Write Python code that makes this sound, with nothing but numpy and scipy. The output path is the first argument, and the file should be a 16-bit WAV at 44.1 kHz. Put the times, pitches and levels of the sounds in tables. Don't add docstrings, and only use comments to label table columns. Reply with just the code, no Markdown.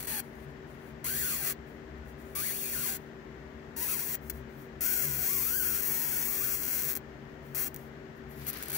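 import sys
import numpy as np
from scipy import signal
from scipy.fft import rfft, irfft, next_fast_len
from scipy.io import wavfile
from scipy.ndimage import uniform_filter1d, map_coordinates

SR = 44100
rng = np.random.default_rng(int(sys.argv[2]) if len(sys.argv) > 2 else 0)


def transcribe(signal):
    frames = np.atleast_2d(signal).T
    limited = np.clip(frames, -1, 1)
    pcm = np.round(limited * 32767).astype(np.int16)
    wavfile.write(sys.argv[1], SR, pcm)


def magnitude_from_level(level_db):
    exponent = np.asarray(level_db, float) / 20
    return 10 ** exponent


N = 386757

# (t/s, spark rate/Hz, level/dB)
EARLY_ARCS = [
    [(.069, 900, -34), (.08, 970, -32.5), (.12, 910, -32.5), (.204, 770, -32)],
    [(1.0425, 1010, -34), (1.06, 1050, -33), (1.08, 1480, -32.5), (1.13, 1570, -33.5), (1.21, 1970, -32.5),
     (1.235, 1500, -32.5), (1.31, 1370, -32), (1.345, 1120, -32.5), (1.385, 900, -35), (1.417, 800, -35),
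     (1.455, 670, -32), (1.49, 665, -32.5), (1.526, 530, -34.5)],
    [(2.352, 1140, -32), (2.37, 1200, -33.5), (2.41, 1220, -32), (2.465, 2200, -32.5), (2.51, 1820, -33),
     (2.54, 2600, -36)],
    [(2.541, 2500, -35), (2.585, 3700, -37), (2.63, 2520, -35), (2.71, 2600, -37), (2.73, 2200, -34.5)],
    [(2.731, 1950, -33.5), (2.75, 1620, -34), (2.77, 1440, -35), (2.826, 1440, -33.5), (2.836, 1200, -33),
     (2.855, 1250, -33.5)],
    [(2.856, 1030, -32), (2.89, 770, -33), (2.97, 750, -39.5)],
    [(3.763, 920, -39.5), (3.8, 920, -37.5), (3.83, 1030, -32.5), (3.865, 810, -35.5), (3.885, 1320, -33.5),
     (3.925, 1280, -32.5), (3.99, 750, -37.5)],
    [(3.991, 690, -32.5), (4.03, 1080, -38.5), (4.065, 800, -37.5), (4.115, 1080, -37.5),
     (4.156, 780, -35.5)],
]
LATER_ARCS = [
    [(4.808, 639.7, -36.5), (4.86, 734.4, -33.5), (4.93, 776, -34), (4.98, 767, -34), (5.035, 662.5, -34.5),
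     (5.06, 538, -35)],
    [(5.061, 530.4, -36.5), (5.09, 482, -38.5), (5.17, 496, -36.5)],
    [(5.171, 682.4, -39), (5.19, 733.6, -37.5), (5.215, 688.6, -35.5), (5.25, 758, -34.5),
     (5.32, 1192, -34), (5.345, 1195, -34.5), (5.4, 1003, -34.5), (5.453, 1261, -34.5), (5.53, 1449, -35.5)],
    [(5.531, 1447, -34.5), (5.575, 1626, -34.5), (5.62, 1444, -35)],
    [(5.621, 1436, -34), (5.72, 1451, -35), (5.76, 1320, -34.5), (5.79, 1497, -37), (5.81, 1287, -35)],
    [(5.811, 981, -42), (5.83, 1010, -35), (5.95, 870, -35.5), (6.07, 959.5, -36), (6.16, 760.4, -36),
     (6.3, 1130, -36), (6.385, 939, -36), (6.45, 1461, -35), (6.54, 1295, -36)],
    [(6.541, 1299, -34), (6.575, 446, -39.5), (6.63, 389.7, -38), (6.677, 330, -37.5)],
    [(7.5515, 600, -35.5), (7.575, 719, -36), (7.6, 1090, -34.5), (7.625, 760, -35.5), (7.648, 1050, -36)],
    [(7.651, 347.5, -40), (7.668, 603.5, -37.5), (7.682, 599.5, -43)],
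    [(8.4785, 680, -36), (8.488, 720, -34.5), (8.4975, 690, -36)],
    [(8.7368, 720, -35), (8.75, 790, -32), (8.77, 860, -33)],
]
# (t/s, facing/0-1)
FACING = [(0, 0.13), (1, 0.3), (1.5, 0.68), (2.4, 0.41), (3, 0.6), (3.8, 0.71), (4.6, 1), (6, 0.9),
          (7, 0.97), (7.7, 0.88), (8.2, 0.68), (8.77, 0.3)]


def unit(x):
    return x / np.sqrt(np.mean(x ** 2) + 1e-20)


def along(points, hz):
    f, v = np.transpose(points)
    return np.interp(np.log(hz + 1), np.log(f + 1), v)


def curves(rows):
    s, *columns = np.transpose(rows)
    return [np.interp(np.arange(N) / SR, s, column) for column in columns]


def gate(tables):
    t = np.arange(N) / SR
    return sum((t >= rows[0][0]) & (t <= rows[-1][0]) for rows in tables) > 0


def filtered(x, response):
    m = next_fast_len(N + SR // 2)
    return irfft(rfft(x, m) * response(np.fft.rfftfreq(m, 1 / SR)), m)[..., :N]


def wobble(rate):
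    knots = rng.standard_normal(int(N * rate / SR) + 4)
    return map_coordinates(knots, [np.arange(N) * rate / SR])


def impulses(at, sizes):
    k = np.floor(at)[:, None] + np.arange(-7, 9)
    d = k - at[:, None]
    taps = sizes[:, None] * np.sinc(d) * np.cos(np.pi * d / 16) ** 2
    return np.bincount(np.clip(k, 0, N).astype(int).ravel(), taps.ravel(), N + 1)[:N]


def lone_sparks(jitter):
    # (t/s, peak level/dB, sparks in the volley)
    sparks = [(.0003, -24, 1), (.0014, -20, 2), (.0048, -21, 1), (.0058, -12, 1), (.0098, -21, 2),
              (0.015, -23, 1), (0.0172, -20, 1), (.0273, -16, 3), (0.0385, -20, 1), (0.0472, -18, 1),
              (.0499, -16, 1), (.0524, -17, 1), (0.056, -17, 1), (.0578, -22, 1), (4.2983, -15.5, 4),
              (6.9324, -14, 1), (6.9392, -17, 1), (6.9534, -13.5, 1), (6.958, -16, 1), (6.9654, -13, 1),
              (6.9725, -15, 1), (7.5484, -14.5, 1), (7.7445, -21, 1), (7.763, -20, 1), (8.4673, -18, 1),
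              (8.4698, -17, 1), (8.4731, -19, 1), (8.4772, -16, 1), (8.5, -15, 1), (8.5009, -16, 1),
              (8.5022, -17, 1), (8.5099, -20, 1), (8.5319, -17, 1), (8.54, -21, 1), (8.5706, -20, 1),
              (8.5735, -23, 1), (8.5867, -22, 1), (8.6267, -13.5, 1), (8.6356, -15.5, 1), (8.6592, -20, 1),
              (8.6842, -15, 1), (8.6991, -17, 2), (8.7025, -25, 1), (8.7041, -16, 2), (8.7184, -15, 2),
              (8.7274, -20, 1), (8.73, -14, 1), (8.7307, -15, 1), (8.7335, -16, 1), (8.7359, -16, 1)]
    # (t/s, peak level/dB)
    thinning = [(6.6802, -13.0), (6.6842, -14.3), (6.6874, -16.1), (6.6896, -14.3), (6.6948, -15.0),
                (6.7007, -14.5), (6.7053, -14.2), (6.7098, -12.4), (6.7132, -13.7), (6.7154, -22.5),
                (6.7193, -13.4), (6.7225, -13.0), (6.7268, -15.3), (6.73, -13.5), (6.7329, -14.4),
                (6.7371, -12.3), (6.7409, -14.7), (6.744, -13.0), (6.7478, -13.8), (6.7515, -14.8),
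                (6.7547, -12.3), (6.7582, -14.8), (6.762, -13.0), (6.7663, -14.5), (6.7695, -12.5),
                (6.7744, -14.2), (6.779, -11.9), (6.7819, -15.8), (6.7853, -15.1), (6.7905, -13.2),
                (6.7943, -12.7), (6.7981, -13.4), (6.8013, -15.5), (6.8053, -15.2), (6.8079, -16.0),
                (6.8134, -15.0), (6.8196, -13.2), (6.8234, -14.2), (6.8274, -17.5), (6.8332, -13.3),
                (6.8355, -15.5), (6.8383, -17.3), (6.8443, -10.9), (6.8492, -15.2), (6.8522, -15.3),
                (6.856, -14.6), (6.8611, -15.0), (6.8634, -16.6), (6.8679, -14.7), (6.8725, -14.2),
                (6.8771, -16.1),
                (6.8829, -13.5),
        (6.8878, -12.0),
        (6.8929, -12.3),
        (6.8961, -13.7),
        (6.9005, -13.1),
        (6.9065, -13.0),
        (6.9096, -16.2),
        (6.9127, -13.3),
        (6.9169, -12.5),
        (6.9236, -13.2),
    ]
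    recharge_s = .0013
    volleys = [(s + k * recharge_s, db) for s, db, count in sparks for k in range(count)]
    s, peak_db = np.transpose(volleys + thinning)
    close = np.diff(s, prepend=-1) < 1.1 * recharge_s
    return s + recharge_s / 8 * jitter[-len(s):] * close, peak_db


def spark_train():
    unsteady = [.06, .065, .065, .09, .08, .075, .04, .045, .055, .03, .05, .012, .12, .1, .2, .25, .11, .3,
                .05, .08]
    arcs = EARLY_ARCS + LATER_ARCS
    rate, level_db = curves(np.vstack(arcs))
    scatter = sum(share * gate([rows]) for rows, share in zip(arcs, unsteady))
    draw = rng.standard_normal((12000, 4))
    phase = np.cumsum(rate / SR)

    regular = np.interp(np.arange(len(draw)), phase, np.arange(N)).astype(int)
    charge = np.clip(1 + (1.2 * scatter[regular] + .013) * draw[:, 0], .4, 2)
    at = np.interp(np.cumsum(charge), phase, np.arange(N))
    i = at.astype(int)
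    loose = np.clip(scatter[i] / .04, .35, 1)
    at = at + 1.8 * loose * rng.standard_normal(len(at))

    sizes = magnitude_from_level(level_db[i] + 1.5 * loose * draw[:, 1]) * np.sqrt(SR / rate[i] * charge)
    sizes = sizes * gate(arcs)[i] * (i < N - 1)
    s, peak_db = lone_sparks(draw[:, 0])
    sign = np.sign(rng.standard_normal(len(draw)))
    far = impulses(at + .3 * draw[:, 2], sizes * magnitude_from_level(2 * draw[:, 3]))
    lone_size = magnitude_from_level(peak_db + 0.6)
    lone = impulses(s * SR, lone_size)
    stray = impulses(s * SR, lone_size * sign[:len(s)])
    return np.array([impulses(at, sizes) + lone, far + lone, impulses(at, sizes * sign) + stray])


def corona():
    # (start/s, crest/s, end/s)
    patches = [(0, .02, .07), (.21, .24, .3), (.28, .434, .46), (.45, .51, .525), (.67, .704, .76),
               (.74, .89, .93), (1.66, 1.68, 1.78), (1.97, 1.978, 1.99), (2.05, 2.09, 2.13),
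               (2.17, 2.21, 2.35), (2.25, 2.34, 2.35), (2.98, 3, 3.1), (4.21, 4.28, 4.3),
               (4.3, 4.36, 4.415), (4.49, 4.63, 4.68), (7.22, 7.33, 7.36), (7.42, 7.46, 7.55),
               (7.47, 7.54, 7.55), (7.68, 7.7, 7.75), (7.76, 7.79, 7.89), (8.148, 8.17, 8.21),
               (8.288, 8.31, 8.45), (8.36, 8.462, 8.47), (8.5, 8.55, 8.66), (8.58, 8.7, 8.73)]
    crest_db = [-42, -60, -61.5, -69, -63, -62.5, -67, -76, -60, -61.5, -64, -67, -57, -59, -64.5, -81,
                -64.5, -77, -65, -61.5, -74, -60.5, -52.5, -49, -48]
    edge_db = -12
    t = np.arange(N) / SR
    swell = np.zeros(N)
    for (start, crest, end), db in zip(patches, crest_db):
        shape_db = np.interp(t, [start, crest, end], [edge_db, 0, edge_db])
        swell += magnitude_from_level(db + shape_db) * (t > start) * (t < end)
    level = uniform_filter1d(swell, size=400) * magnitude_from_level(0.5 * wobble(42))
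    ticks = rng.standard_normal(N) * magnitude_from_level(6.0 * rng.standard_normal(N))
    own = rng.standard_normal((2, N)) * [[0], [.8]]
    return unit(ticks + own) * level


def loosened(right, stray):
    # (f/Hz, share/0-1)
    loose = [(2300, .2), (3200, .95), (3750, .9), (4050, .82), (4400, .75), (5100, .8), (5800, .45),
             (7400, .25), (8900, .65), (10000, .55), (13300, .7), (15000, .1)]
    shares = lambda hz: np.sqrt([1 - along(loose, hz) ** 2, along(loose, hz) ** 2])
    return filtered(np.array([right, stray]), shares).sum(axis=0)


def bench(hz, side):
    # (delay/s, left level/dB, right level/dB)
    bounces = [
        (-.0003, -11, -12),
        (-.00015, -6, -5),
        (.00013, -6, -4),
        (.00037, -10, -12),
        (.0011, -25, -24),
    ]
    paths = 1 + sum(magnitude_from_level(e[1 + side]) * np.exp(-2j * np.pi * hz * e[0]) for e in bounces)
    return paths / np.sqrt(uniform_filter1d(np.abs(paths) ** 2, size=12000))


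def at_ports(left, right):
    # (f/Hz, level/dB)
    snap_left = [(1000, -15), (1600, -10.5), (2300, -9), (3000, -21.5), (3500, -15), (4400, -13),
                 (5500, -14), (6500, -15.5), (7800, -7.5), (9100, -14), (10500, -7), (12000, -2),
                 (13300, 0.5), (14000, 1.5), (15100, -4.5), (15700, 4.5)]
    snap_right = [(1000, -34), (1600, -29), (2300, -35), (3400, -27.5), (4300, -27), (5050, -28),
                  (5500, -24), (6500, -20), (7800, -18), (9100, -21.5), (10000, -23), (10900, -24),
                  (11500, -29), (12100, -20), (12600, -24), (13300, -22), (13900, -24), (14600, -20),
                  (15100, -20), (15700, -18)]
    # (f/Hz, gain/dB)
    away_left = [(850, 3.5), (1300, -1), (2500, 0), (3200, 0), (4500, 3.5), (7500, 2), (9700, 4),
                 (11500, -4), (14000, -4), (15700, 0)]
    away_right = [(2500, -3.5), (4000, 0.5), (5000, -9.5), (7200, 6), (9000, -4), (11500, -0.5),
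                  (13500, 1.5), (15700, 3)]
    # (f/Hz, phase/rad)
    lead = [(1200, -.7), (2500, .4), (3500, .9), (4050, 3.1), (4700, 1.2), (5300, -.3), (6400, -.4),
            (7200, -2.4), (8500, -2.2), (10000, -4.9), (11700, -4.7), (12200, -3.3), (12700, -4),
            (13300, -2.6), (13800, -4.6), (14200, -5.1), (15700, -5.1)]
    lead_away = [(1200, -.5), (2500, .2), (3500, 1.4), (3950, 3.1), (4300, 3.4), (5200, 3), (5700, -.3),
                 (6300, -1.7), (7200, -3.1), (7700, -3.3), (8200, -2.6), (8700, -4.3), (10500, -4.8),
                 (12000, -4.3), (13000, -3.5), (14200, -4.5), (15700, -4.9)]
    low_end = [(250, -52), (600, -25.0)]
    case = lambda hz: 1 + 1.2j * hz * 120 / (1480 ** 2 - hz ** 2 + 1j * hz * 120)
    square = np.clip((curves(FACING)[0] - .5) / .35, 0, 1)
    ports = []
    for side, (train, colour, away) in enumerate([(left, snap_left, away_left), (right, snap_right, away_right)]):
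        def response(hz):
            facing_pose = np.exp(1j * side * along(lead, hz))
            turned_pose = magnitude_from_level(along(away, hz)) * np.exp(1j * side * along(lead_away, hz))
            common = -magnitude_from_level(along(low_end + colour, hz)) * bench(hz, side) * case(hz)
            return common * np.array([facing_pose, turned_pose])
        facing, turned = filtered(train, response)
        ports.append(square * facing + (1 - square) * turned)
    return np.array(ports)


def housing(x):
    # (f/Hz, width/Hz, gain turned away/dB, added gain when facing/dB)
    shadows = [(3050, 200, -1, -1), (3590, 200, -2, -3), (5250, 300, -5, 2), (7350, 600, -10, 8.5),
               (12350, 500, 1, 5), (13500, 1500, -8, 5.5), (13950, 500, -2, -3), (14950, 900, 6, 0)]
    # (t/s, f/Hz, depth/dB)
    notch = [(0, 3800, -9), (1.1, 3620, -5), (1.17, 4000, -15), (1.3, 3900, -15), (1.36, 3700, -4),
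             (1.5, 3650, -6), (2.4, 4000, -5), (2.85, 4050, -9), (3.9, 3500, -5), (4.84, 4000, -8),
             (4.93, 3550, -4), (5.08, 4050, -8), (5.22, 3650, -1), (5.34, 4080, -4), (5.58, 3600, -4),
             (5.74, 4080, -5), (5.85, 3600, -2), (6.22, 4000, -7), (6.35, 3700, -1), (6.5, 4050, -4),
             (6.59, 3620, -5), (6.66, 3580, -3), (6.95, 3580, -3), (8.77, 3800, -4)]
    # (t/s, gain/dB)
    lift = [
        (0, 2),
        (1.2, 4),
        (1.4, -4),
        (2.6, 2.5),
        (4, -2.5),
        (5, 2),
        (7.7, -1),
        (8.3, 12),
        (8.77, 6.5),
    ]
    flicker = .55
    hz, t, z = signal.stft(x, SR, nperseg=512)
    at = lambda curve: curve[np.minimum((t * SR).astype(int), N - 1)]
    bell = lambda centre_hz, width_hz: np.exp(-((hz[:, None] - centre_hz) / width_hz * 2) ** 2)
    notch_hz, depth_db = curves(notch)
    gain_db = at(depth_db * (1 + flicker * wobble(16))) * bell(at(notch_hz), 240)
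    gain_db = gain_db + at(curves(lift)[0]) * bell(12740, 2200)
    for centre_hz, width_hz, away_db, facing_db in shadows:
        dance = 1 + flicker * wobble(18) * (centre_hz < 8000)
        shadow_db = (away_db + facing_db * curves(FACING)[0]) * dance
        gain_db = gain_db + at(shadow_db) * bell(centre_hz, width_hz)
    return signal.istft(z * magnitude_from_level(gain_db), SR, nperseg=512)[1][:, :N]


def arc():
    facing = curves(FACING)[0]
    top_db = -13.5 + 12.5 * facing
    pan_db = 7 + 3 * facing
    body_db = -19.5 + 11 * facing
    arcs = EARLY_ARCS + LATER_ARCS
    rate = curves(np.vstack(arcs))[0]
    top_db = top_db + 0.5 * np.log2(rate / 1000) * gate(arcs)

    left, right, stray = spark_train() + corona()[[0, 1, 1]]
    snap = at_ports(left, loosened(right, stray))
    ear = np.array([[.5], [-.5]])
    snap = housing(snap * magnitude_from_level(16.0 + ear * (pan_db - 17.5)))
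    body = filtered(snap, lambda hz: 1 / (1 + (hz / 8800) ** 12) - 1 / (1 + (hz / 4800) ** 12))
    top = filtered(snap, lambda hz: 1 - 1 / (1 + (hz / 14000) ** 30))
    return snap + body * (magnitude_from_level(body_db + 10.5) - 1) + top * (magnitude_from_level(1.03 * (top_db + 3.5)) - 1)


def room(x):
    # (f/Hz, fade time/s)
    walls = [(1000, 0.034), (4000, 0.076), (10000, 0.022), (16000, 0.056)]
    hz, t, z = signal.stft(rng.standard_normal((2, 2, SR // 3)), SR, nperseg=128)
    fade = magnitude_from_level(-60 * t / along(walls, hz)[:, None])
    tails = signal.istft(z * fade, SR, nperseg=128)[1]
    tails = np.pad(tails, ((0, 0), (0, 0), (70, 0))) / np.linalg.norm(tails[0, 0])
    drift = 1.2 * wobble(2.5)
    turning = x * np.array([np.cos(drift), np.sin(drift)])[:, None]
    return signal.fftconvolve(turning, tails, axes=2)[..., :N].sum(axis=0)


def fan_and_air():
    # (f/Hz, level per Hz/dB)
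    room_air = [(15, -43), (25, -6), (59, 0.5), (145, -10), (185, -8), (229, -0.5), (335, -6.5), (384, -2),
                (516, -7), (1230, -15.5), (1840, -12), (2400, -20.5), (3350, -25.5), (3750, -29),
                (6920, -35), (9570, -48.5), (16000, -41)]
    # (f/Hz, likeness/-1 to 1)
    air_alike = [(60, 0.94), (130, 0.95), (290, 0.8), (640, 0.21), (1410, -0.3), (3100, -0.69),
                 (6820, -0.0098), (15000, 0.096)]
    # (f/Hz, difference/dB)
    air_balance = [(60, 5), (110, 7), (200, 5.5), (380, 4.5), (700, 6), (1290, 11), (2380, 8), (4400, 7.5),
                   (8120, 5), (15000, 9)]
    # (f/Hz, width/Hz)
    drone = [(68, 14), (140, 16.7)]
    # (t/s, rise over the steady level/dB)
    swell_tables = [
        [(2.03, 10), (2.69, -1), (3.49, 4.5), (4.42, 9.5), (5.13, 4), (5.67, 9.5), (8.43, 5.5), (8.77, 1)],
        [(.14, 4), (.5, 5.5), (1.2, 7), (2.05, 2), (2.56, 1), (2.88, 4), (4.42, 2.5), (5.1, 10), (7.5, 6),
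         (8.15, 7.5), (8.4, 7), (8.77, 3)],
    ]
    # (f/Hz, wander/Hz, rms level/dB)
    fan_tones = [(158.4, 5.61, -62), (228.4, 4.78, -56), (299.8, 20.3, -60), (384, 3.34, -55),
                 (458, 5.77, -72), (625, 20.04, -66.5)]
    swell_s, drone_db = (0.13, 0.054), (-58, -56.5)
    a, b = rng.standard_normal((2, N))
    turn = lambda hz: np.arccos(np.clip(along(air_alike, hz), 0, 1)) / 2
    mid = filtered(a, lambda hz: magnitude_from_level(along(room_air, hz)) * np.cos(turn(hz)))
    side = filtered(b, lambda hz: magnitude_from_level(along(room_air, hz)) * np.sin(turn(hz)))
    air = magnitude_from_level(-50.0) * unit(np.array([mid + side, mid - side]))
    t = np.arange(N) / SR
    for (centre_hz, width_hz), swells, width_s, steady_db in zip(drone, swell_tables, swell_s, drone_db):
        swell_db = steady_db + sum(db * np.exp(-((t - s) / width_s) ** 2 / 2) for s, db in swells)
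        tone = filtered(rng.standard_normal(N), lambda hz: 1 / (1 + ((hz - centre_hz) / width_hz * 2) ** 2))
        air = air + magnitude_from_level(swell_db) * unit(tone)
    for centre_hz, wander_hz, db in fan_tones:
        pitch = centre_hz + wander_hz * wobble(25)
        air = air + magnitude_from_level(db + 3.0 + 1.15 * wobble(14)) * np.sin(2 * np.pi * np.cumsum(pitch) / SR)
    ear = np.array([[.5], [-.5]])
    delay_s = 0.00017
    return filtered(air, lambda hz: magnitude_from_level(ear * along(air_balance, hz)) * np.exp(2j * np.pi * hz * ear * delay_s))


def rub():
    # (t/s, level/dB)
    slide = [
        (8.3, -69),
        (8.345, -61),
        (8.47, -52),
        (8.6, -50),
        (8.77, -50),
    ]
    # (f/Hz, level per Hz/dB)
    sleeve = [(700, -12), (1500, 1.5), (2100, -0.5), (3700, -6.5), (5000, -5.5), (7200, -18), (8300, -32)]
    grains = rng.standard_normal((2, N)) * magnitude_from_level(2.7 * rng.standard_normal(N) + 2.46 * wobble(60))
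    level = magnitude_from_level(curves(slide)[0] + np.array([[3], [-3]])) * gate([slide])
    return level * unit(filtered(grains, lambda hz: magnitude_from_level(along(sleeve, hz))))


def scene():
    sparks = arc()
    return sparks + magnitude_from_level(-5.5) * room(sparks) + fan_and_air() + rub()


def without_weak_bands(x, far_db, near_db):
    z = signal.stft([x[0] + x[1], x[0] - x[1]], nperseg=2048, noverlap=1024)[2]
    bands = (np.abs(z[:, :1024]) ** 2).reshape(2, 128, 8, -1).sum(axis=2)
    bands = bands ** .6 * uniform_filter1d(bands, size=4, axis=2) ** .4
    loudest = bands.sum(axis=0)[70:].max(axis=0)
    around = np.exp(uniform_filter1d(np.log(bands + 1e-30), size=15, axis=1))
    weak = (bands < loudest * magnitude_from_level(2 * far_db)) | (bands < around * magnitude_from_level(2 * near_db))
    weak[:, :17] = weak[:, 56:] = False
    keep = np.pad(np.repeat(~weak, 8, axis=1), ((0, 0), (0, 1), (0, 0)))
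    mid, side = signal.istft(z * keep, nperseg=2048, noverlap=1024)[1][:, :N] / 2
    return np.array([mid + side, mid - side])


def band_limit(x):
    return signal.sosfilt(signal.butter(12, 17130, fs=SR, output="sos"), x)


def record(dry):
    edge = lambda hz: np.clip((15800 - hz) / 120, 0, 1) ** 2 / (1 + (40 / (hz + 1)) ** 4.5)
    mix = without_weak_bands(filtered(dry, edge), far_db=-27.5, near_db=-3.9)
    return band_limit(mix)


dry = scene()
out = record(dry)
transcribe(out)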